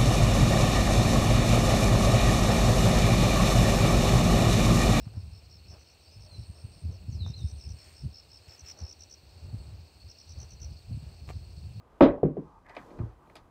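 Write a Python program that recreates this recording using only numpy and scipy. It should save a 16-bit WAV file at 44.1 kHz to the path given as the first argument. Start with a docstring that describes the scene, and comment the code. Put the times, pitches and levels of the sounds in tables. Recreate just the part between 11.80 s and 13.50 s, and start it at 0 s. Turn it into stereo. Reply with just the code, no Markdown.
"""Over quiet room noise and a faint rustle, a heavy magnet falls out of a pipe onto a boarded floor in a small
furnished room. It lands with a hard clack that sets the boards' modes ringing, then comes down twice more with
duller knocks, as longer contacts pass less treble; the high background then rises faintly again. Then the pipe
is handled: hand and sleeve rustle by friction, the pipe scrapes briefly and gives light clicks, and among the
clicks something padded makes one low bump."""
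import sys
import numpy as np
from scipy import signal
from scipy.io import wavfile
from scipy.ndimage import uniform_filter1d, minimum_filter1d

SR = 44100
rng = np.random.default_rng(int(sys.argv[2]) if len(sys.argv) > 2 else 0)


def pcm_store(signal):
    """Save signal as 16-bit PCM."""
    levels = np.round(np.clip(np.atleast_2d(signal), -1, 1) * 32767)
    wavfile.write(sys.argv[1], SR, levels.astype(np.int16).T)


N = 74970
TIME = np.arange(N) / SR

# Steady room noise: (frequency [Hz], relative spectral density [dB])
ROOM_SPECTRUM = [(25, -8), (45, 3.5), (80, -4), (150, -9.5), (300, -12), (600, -15), (1100, -14),
                 (1600, -26), (3000, -34), (5000, -41.5), (9000, -44.5), (15500, -51.5)]
# Likeness of left and right: (frequency [Hz], correlation [-1 to 1])
STEREO_CORRELATION = [(40, .7), (150, 0.71), (500, 0.88), (1000, 0.65), (1800, -0.09), (4000, -0.12),
                      (12000, -0.0043)]
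# Rustles of hand and sleeve, and at 4540 Hz a faint rise of the high background after the knocks: # (start [s],
# peak [s], end [s], level [dB], centre [Hz], width [octaves], pan, left minus right [dB])
NOISE_SWELLS = [(0.0, 0.201, 0.28, -62.5, 503, 0.9, 1), (0.562, 0.78, 0.79, -58, 999, 0.07, -3.5),
                (0.844, 0.899, 1.04, -55.5, 1961, 0.06, -0.5), (0.85, 0.91, 1.24, -57.5, 933, 0.4, -5),
                (0.871, 1.027, 1.36, -72, 3780, 0.79, 10), (0.954, 0.99, 1.11, -55, 232, 0.97, 2),
                (1.042, 1.112, 1.34, -52, 386, 0.6, 1), (1.163, 1.186, 1.38, -64, 1050, 0.49, -8.5),
                (1.384, 1.415, 1.6, -63.5, 1007, 0.29, -6), (0.555, 0.66, 0.94, -80, 4540, 0.52, 2.5),
                (1.298, 1.52, 1.76, -61, 72.6, 1.37, 2)]
# Brief scrapes of the pipe: (start [s], length [s], level [dB], resonance [Hz])
PIPE_SCRAPES = [(0.858, 0.013, -53, 2000), (0.893, 0.034, -58.5, 1960)]
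# Contacts of the padded thing as it settles: (time [s], level [dB], contact cut-off [Hz])
BUMP_CONTACTS = [(1.184, -15, 400), (1.196, -2, 454), (1.2303, -7, 308)]
# Its modes: (frequency [Hz], level [dB], t60 [s], pan [dB])
PADDED_MODES = [(52.3, -40.5, 0.37, -23.5), (78, -33, 0.35, -3), (110.7, -23.5, 0.18, -10.5),
                (162, -21, 0.034, -2), (247.5, -33.5, 0.121, -8), (336.4, -36, 0.11, -5)]
# Clicks of the handled pipe: (time [s], level [dB], tilt [dB/octave], resonance [Hz],
# resonance boost [dB], cut-off [Hz], reverberation level [dB], pan before shadowing [dB])
PIPE_CLICKS = [(0.887, -61.5, 2.5, 5030, 5, 12000, -5, 11), (0.894, -49.5, 2, 3800, 0, 12000, -0.5, 4.5),
               (0.95, -54, 5, 4300, -1, 12000, -0.5, 4), (0.9656, -32.5, -1, 2430, 8.5, 5230, -7, 12.5),
               (1.104, -47, -8.5, 2300, 13, 12000, 2, 3), (1.187, -46, -4.5, 1427, 7.5, 12000, 2, -11),
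               (1.4739, -51, -8, 770, 10, 2000, -14.5, -4), (1.497, -49, -0.5, 1900, 9, 12020, -10.5, -10),
               (1.554, -45.5, 3, 4730, -0.5, 14000, -3, 11.5),
               (1.5648, -48, 2, 3770, 10.5, 12220, -6.5, -12.5)]
# Their colour and reverberation: (frequency [Hz], relative spectral density [dB], t60 [s])
CLICK_SPECTRUM = [(97.7, -10.5, 0.15), (291, 3.5, 0.35), (617, 9.5, 0.067), (1030, 2, 0.34),
                  (1490, -4, 0.23), (2300, -0.5, 0.11), (2960, -11, 0.094), (4240, -13.5, 0.12),
                  (6500, -30, 0.12), (10700, -38, 0.078), (16000, -50, .05)]
# Treble is shadowed more on the far side: (frequency [Hz], factor on a click's pan [ratio])
PAN_SHADOW = [(300, 0.14), (1800, 0.098), (3200, 0.78), (10000, 2.84)]
# The pipe's wall, damped by the hand: (frequency [Hz], level re a click [dB], t60 [s], pan [dB])
PIPE_WALL_MODES = [(606, -8, 0.07, 8), (785, -19, 0.029, 3), (2410, -16, 0.028, -8),
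                   (4195, -23, 0.047, 6.5)]
# First reflections from the walls: (delay [s], level [dB])
WALL_ECHOES = [(0.022, -10), (0.054, -19)]
# A dull thud in the room: (frequency [Hz], relative spectral density [dB])
THUD_SPECTRUM = [(60, -25.5), (150, 4), (240, 10.5), (350, 8), (470, 7), (650, -12.5), (850, -16),
                 (1200, -33.5), (5000, -95.5)]
# The magnet meets the floor: (time [s], board level [dB], contact cut-off [Hz],
# share of the second spot [0-1], knock [Hz], knock level [dB], clack level [dB], clack cut-off [Hz],
# tick [Hz], tick level [dB], pan [dB])
MAGNET_BLOWS = [(0.2069, 5, 1780, 0.27, 542, -3.5, -16, 6800, 2680, -37.5, -2),
                (0.4303, 3.5, 928, 0.96, 477.4, -10.5, -44.5, 2600, 3900, -68, -2.5),
                (0.5680, -11, 950, 0.9, 444, -22.5, -54.5, 2330, 3030, -72, -2)]
# Floor boards, whose close pairs of modes beat:
# (frequency [Hz], t60 [s], level at the landing spot [dB], level at the second spot [dB], pan [dB])
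FLOOR_MODES = [(46.6, 0.3, -43, -40, -4.5), (61.4, 0.19, -26.5, -37, -4.5), (96.7, 0.24, -27, -42, -12),
               (142.25, 0.286, -31.5, -25, -2), (159, 0.26, -36, -23.5, -2.5), (184, 0.073, -28.5, -17, 1),
               (205.3, 0.19, -15, -24.5, 1.5), (268.1, 0.23, -4, -29.5, 0.5), (276.7, 0.13, -6.5, -30, -1),
               (303.2, 0.24, -8, -29.5, -2.5), (351.5, 0.17, -6.5, -24, 3.5), (391, 0.067, -18.5, -16, 2.5),
               (513, 0.29, -30.5, -46.5, -10.5), (550.3, 0.21, -1.5, -46.5, 3),
               (578, 0.39, -12.5, -49, 2.5), (648.3, 0.11, -13.5, -38.5, 12.5), (731, 0.043, -43, -27, -2),
               (725, 0.028, -29, -17, 2), (774, 0.23, -35.5, -49.5, 1.5), (930, 0.088, -7.5, -52.5, 3),
               (1050, 0.077, -34.5, -50.5, -1.5), (1108, 0.28, -26, -52, 4),
               (1170, 0.13, -23.5, -48.5, -8.5), (1295, 0.12, -24, -46.5, 5.5)]
# The clack's reverberant wash: (frequency [Hz], relative spectral density [dB], t60 [s])
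WASH_SPECTRUM = [(60, -3.5, .35), (156.6, 1.5, 0.37), (283, 14.5, 0.28), (580, 8.5, 0.36), (876, -2.5, 0.4),
                 (1120, -1.5, 0.22), (1880, -10, 0.29), (2670, -13, 0.18), (3700, -13.5, 0.177),
                 (4650, -26, 0.19), (6860, -35, 0.117), (10000, -58.5, 0.042)]
# The first instant of contact: (frequency [Hz], relative spectral density [dB])
CRACK_SPECTRUM = [(300, 4.5), (700, 2.5), (1300, -8), (2000, -8), (2800, -14), (4000, -28.5), (7000, -50.5),
                  (10000, -70)]

ROOM_NOISE_DB = -59
SLIPS_PER_S, SCRAPE_WIDTH_HZ = 770, 63
CLICK_SNAP_T60_S, CLICK_RING_OCTAVES = 0.01, 0.44
THUD_T60_S, BUMP_THUD_DB, FLOOR_THUD_DB = 0.29, -45, -28  # levels relative to each contact
KNOCK_T60_S = 0.033  # the board right under the magnet, heavily damped
CRACK_DB, CRACK_T60_S = 3, 0.058  # level relative to the wash
TICK_T60_S, TICK_OCTAVES = 0.035, 0.1  # the bright tick of the metal edge
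WASH_RISE_S, WASH_HOLD_S, WASH_CURVE = 0.0082, 0.024, 0.99
WASH_DRIFT_DB_PER_S, WASH_DRIFT_LIMIT_DB = 62.5, 3  # the wash moves to the right
WASH_TOP_HZ, WASH_TOP_HALVING_S = 9060, 0.072
LIMIT_DB, LIMITER_ATTACK_S, LIMITER_RELEASE_DB_PER_S = -2.4, 0.00053, 499.5
MIC_LOW_CUT_HZ, STOPBAND_HZ = 19, 16800

# Third-octave filter bank [Hz], steeper above 1 kHz
EDGES = 25 * 2 ** (np.arange(29) / 3)
CENTRES = np.sqrt(EDGES[1:] * EDGES[:-1])
BANDS = [signal.butter(4 if low > 1000 else 2, (low, high), "band", fs=SR, output="sos")
         for low, high in zip(EDGES, EDGES[1:])]


def from_db(db):
    """Amplitude ratio of a level in decibels."""
    return 10 ** (np.asarray(db) / 20)


def panned(pan_db):
    """Left and right gains: a level difference gives direction."""
    return from_db(np.array([[.5], [-.5]]) * pan_db)


def at_hz(points, hz, column=1):
    """Interpolation of a table's column on a log-frequency axis."""
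    table = np.array(points)
    return np.interp(np.log(hz), np.log(table[:, 0]), table[:, column])


def lowpass(x, hz, order=2):
    """Low-pass filtering, as when a longer contact passes less treble."""
    return signal.sosfilt(signal.butter(order, hz, fs=SR, output="sos"), x + 1e-18)


def decay(t, t60, hold=0, curve=1):
    """Damping: silent before zero, held, then a decay that is exponential when curve is 1."""
    return (t >= 0) * 1000. ** (-(np.maximum(t - hold, 0) / t60) ** curve)


def resonance_db(hz, octaves):
    """Band levels of one resonance, falling away on both sides."""
    away = np.log2(CENTRES / hz) / octaves
    return -20 * np.log10(1 + away ** 2 / 2 + (away / 2) ** 4)


def shaped_noise(spectrum_db, envelope, size):
    """Partly correlated stereo noise in third octaves, rms about 1 where envelope(Hz) is 1."""
    gains = from_db(spectrum_db)
    gains = gains / np.sqrt(np.sum(gains ** 2 * np.diff(EDGES)) * 2 / SR)
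    white, out = rng.standard_normal((2, 2, size)), 0
    for k, hz in enumerate(CENTRES):
        alike = at_hz(STEREO_CORRELATION, hz)
        mid, side = white[k % 2]  # adjacent bands are independent
        pair = np.sqrt((1 + alike) / 2) * mid + np.sqrt((1 - alike) / 2) * side * [[1], [-1]]
        out = out + gains[k] * signal.sosfilt(BANDS[k], pair * envelope(hz) + 1e-18)
    return out


def add(out, onset, sound):
    """Superposition of a sound on the mix, from an onset in seconds."""
    start = int(onset * SR)
    out[:, start:start + sound.shape[1]] += sound[:, :out.shape[1] - start]


def ring(onset, modes):
    """Free vibration: struck modes are damped sinusoids, neighbours starting in opposite directions."""
    t = TIME - onset
    return sum((-1) ** k * from_db(db) * panned(pan) * np.sin(2 * np.pi * hz * t) * decay(t, t60)
               for k, (hz, db, t60, pan) in enumerate(modes))


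def echoed(x):
    """Early reflection: the walls return delayed, weaker copies."""
    out = x.copy()
    for delay, db in WALL_ECHOES:
        add(out, delay, from_db(db) * x)
    return out


def room_noise():
    """Stationary noise, strongest in the bass, forms the room's background."""
    noise = shaped_noise(at_hz(ROOM_SPECTRUM, CENTRES), lambda hz: 1, N + SR // 4)
    return from_db(ROOM_NOISE_DB) * noise[:, -N:]


def room_thud(t):
    """Reverberation: low-pitched noise dies away exponentially after a contact."""
    return shaped_noise(at_hz(THUD_SPECTRUM, CENTRES), lambda hz: decay(t, THUD_T60_S), len(t))


def rustles_and_hiss():
    """Amplitude-modulated noise bands: friction rustles, and one faint rise of the high background noise."""
    out = np.zeros((2, N))
    for start, peak, end, db, hz, octaves, pan in NOISE_SWELLS:
        t = start + TIME[:int((end - start) * SR)]
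        swell = np.sqrt(np.interp(t, [start, peak, end], [0, 1, 0]))
        noise = shaped_noise(resonance_db(hz, octaves), lambda hz: swell, len(swell))
        add(out, start, from_db(db) * panned(pan) * noise)
    return out


def scrapes():
    """Stick-slip friction: quick uneven slips excite one narrow resonance of the pipe."""
    out = np.zeros((2, N))
    for start, length, db, hz in PIPE_SCRAPES:
        slips = (rng.random(N) < SLIPS_PER_S / SR) * rng.standard_normal((2, N))
        tone = signal.lfilter(*signal.iirpeak(hz, hz / SCRAPE_WIDTH_HZ, fs=SR), slips + 1e-18)
        swell = np.sin(np.pi * np.clip((TIME - start) / length, 0, 1))
        out += from_db(db) * tone / tone.std() * swell
    return out


def bump():
    """Soft impact: long contacts excite a padded thing's low modes and leave a thud in the room."""
    out = np.zeros((2, N))
    for onset, db, contact_hz in BUMP_CONTACTS:
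        out += from_db(db) * lowpass(ring(onset, PADDED_MODES), contact_hz)
        add(out, onset, from_db(db + BUMP_THUD_DB) * room_thud(TIME[:N // 4]))
    return out


def clicks():
    """Impulsive excitation: each light contact gives a snap, reverberation and a ring of the pipe wall."""
    out, t = np.zeros((2, N)), TIME[:SR // 4]
    snap = decay(t, CLICK_SNAP_T60_S)
    for onset, db, tilt_db, ring_hz, ring_db, top_hz, reverb_db, pan in PIPE_CLICKS:
        def envelope(hz):
            reverb = from_db(reverb_db) * decay(t, at_hz(CLICK_SPECTRUM, hz, column=2))
            return panned(pan * at_hz(PAN_SHADOW, hz)) * (snap + reverb)

        boost_db = ring_db / (1 + (np.log2(CENTRES / ring_hz) / CLICK_RING_OCTAVES) ** 2)
        colour_db = at_hz(CLICK_SPECTRUM, CENTRES) + tilt_db * np.log2(CENTRES) + boost_db
        click = shaped_noise(colour_db, envelope, len(t))
        add(out, onset, from_db(db) * lowpass(click, top_hz, order=3))
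        out += from_db(db) * ring(onset, PIPE_WALL_MODES)
    return out


def clack_wash(t):
    """A diffuse field builds as reflections arrive; it quickly grows duller as its cut-off falls."""
    drift = panned(-np.minimum(WASH_DRIFT_DB_PER_S * t, WASH_DRIFT_LIMIT_DB))
    build_up = np.minimum(t / WASH_RISE_S, 1) ** 2
    top_hz = WASH_TOP_HZ * .5 ** (t / WASH_TOP_HALVING_S)

    def envelope(hz):
        treble_cut = 1 / np.sqrt(1 + (hz / top_hz) ** 24)
        t60 = at_hz(WASH_SPECTRUM, hz, column=2)
        return build_up * drift * treble_cut * decay(t, t60, WASH_HOLD_S, WASH_CURVE)

    return shaped_noise(at_hz(WASH_SPECTRUM, CENTRES), envelope, len(t))


def magnet():
    """Hard impact: the point struck weights the boards' modes, and contact time limits the treble."""
    out, t = np.zeros((2, N)), TIME[:N // 3]
    crack_decay, tick_decay = decay(t, CRACK_T60_S), decay(t, TICK_T60_S)
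    for (onset, board_db, contact_hz, share, knock_hz, knock_db,
         clack_db, clack_hz, tick_hz, tick_db, pan) in MAGNET_BLOWS:
        modes = [(hz, board_db + (1 - share) * first_db + share * second_db, t60, mode_pan + pan)
                 for hz, t60, first_db, second_db, mode_pan in FLOOR_MODES]
        knock = echoed(ring(onset, [(knock_hz, knock_db, KNOCK_T60_S, pan)]))
        out += lowpass(ring(onset, modes) + knock, contact_hz, order=4)
        wash = clack_wash(t)
        thud = lowpass(room_thud(t), contact_hz, order=4)  # sent round the room by the second spot
        add(out, onset, share * from_db(board_db + FLOOR_THUD_DB) * thud)
        crack = shaped_noise(at_hz(CRACK_SPECTRUM, CENTRES), lambda hz: crack_decay, len(t))
        clack = lowpass(wash + from_db(CRACK_DB) * echoed(crack), clack_hz, order=6)
        add(out, onset, from_db(clack_db) * panned(pan) * clack)
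        tick = shaped_noise(resonance_db(tick_hz, TICK_OCTAVES), lambda hz: tick_decay, len(t))
        add(out, onset, from_db(tick_db) * tick)
    return out


def limiter(x):
    """Look-ahead limiting: the gain falls just before each loud peak and recovers quickly."""
    peak_db = 20 * np.log10(np.abs(x).max(axis=0) + 1e-9)
    over_db = np.maximum(peak_db - LIMIT_DB, 0)
    recovery_db = LIMITER_RELEASE_DB_PER_S * TIME
    gain_db = recovery_db - np.maximum.accumulate(over_db + recovery_db)
    width = int(LIMITER_ATTACK_S * SR)
    held_db = minimum_filter1d(gain_db, 2 * width)
    smooth_db = uniform_filter1d(uniform_filter1d(held_db, width), width)
    return x * from_db(smooth_db)


def scene():
    """Superposition of the room, the fall and the handling."""
    return room_noise() + magnet() + clicks() + scrapes() + bump() + rustles_and_hiss()


def record(dry):
    """Band and peak limiting: the microphone loses deep bass, the landing is held down, the top is cut."""
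    heard = signal.sosfilt(signal.butter(3, MIC_LOW_CUT_HZ, "high", fs=SR, output="sos"), dry)
    return signal.sosfilt(signal.cheby2(12, 70, STOPBAND_HZ, fs=SR, output="sos"), limiter(heard))


dry = scene()
out = record(dry)
pcm_store(out)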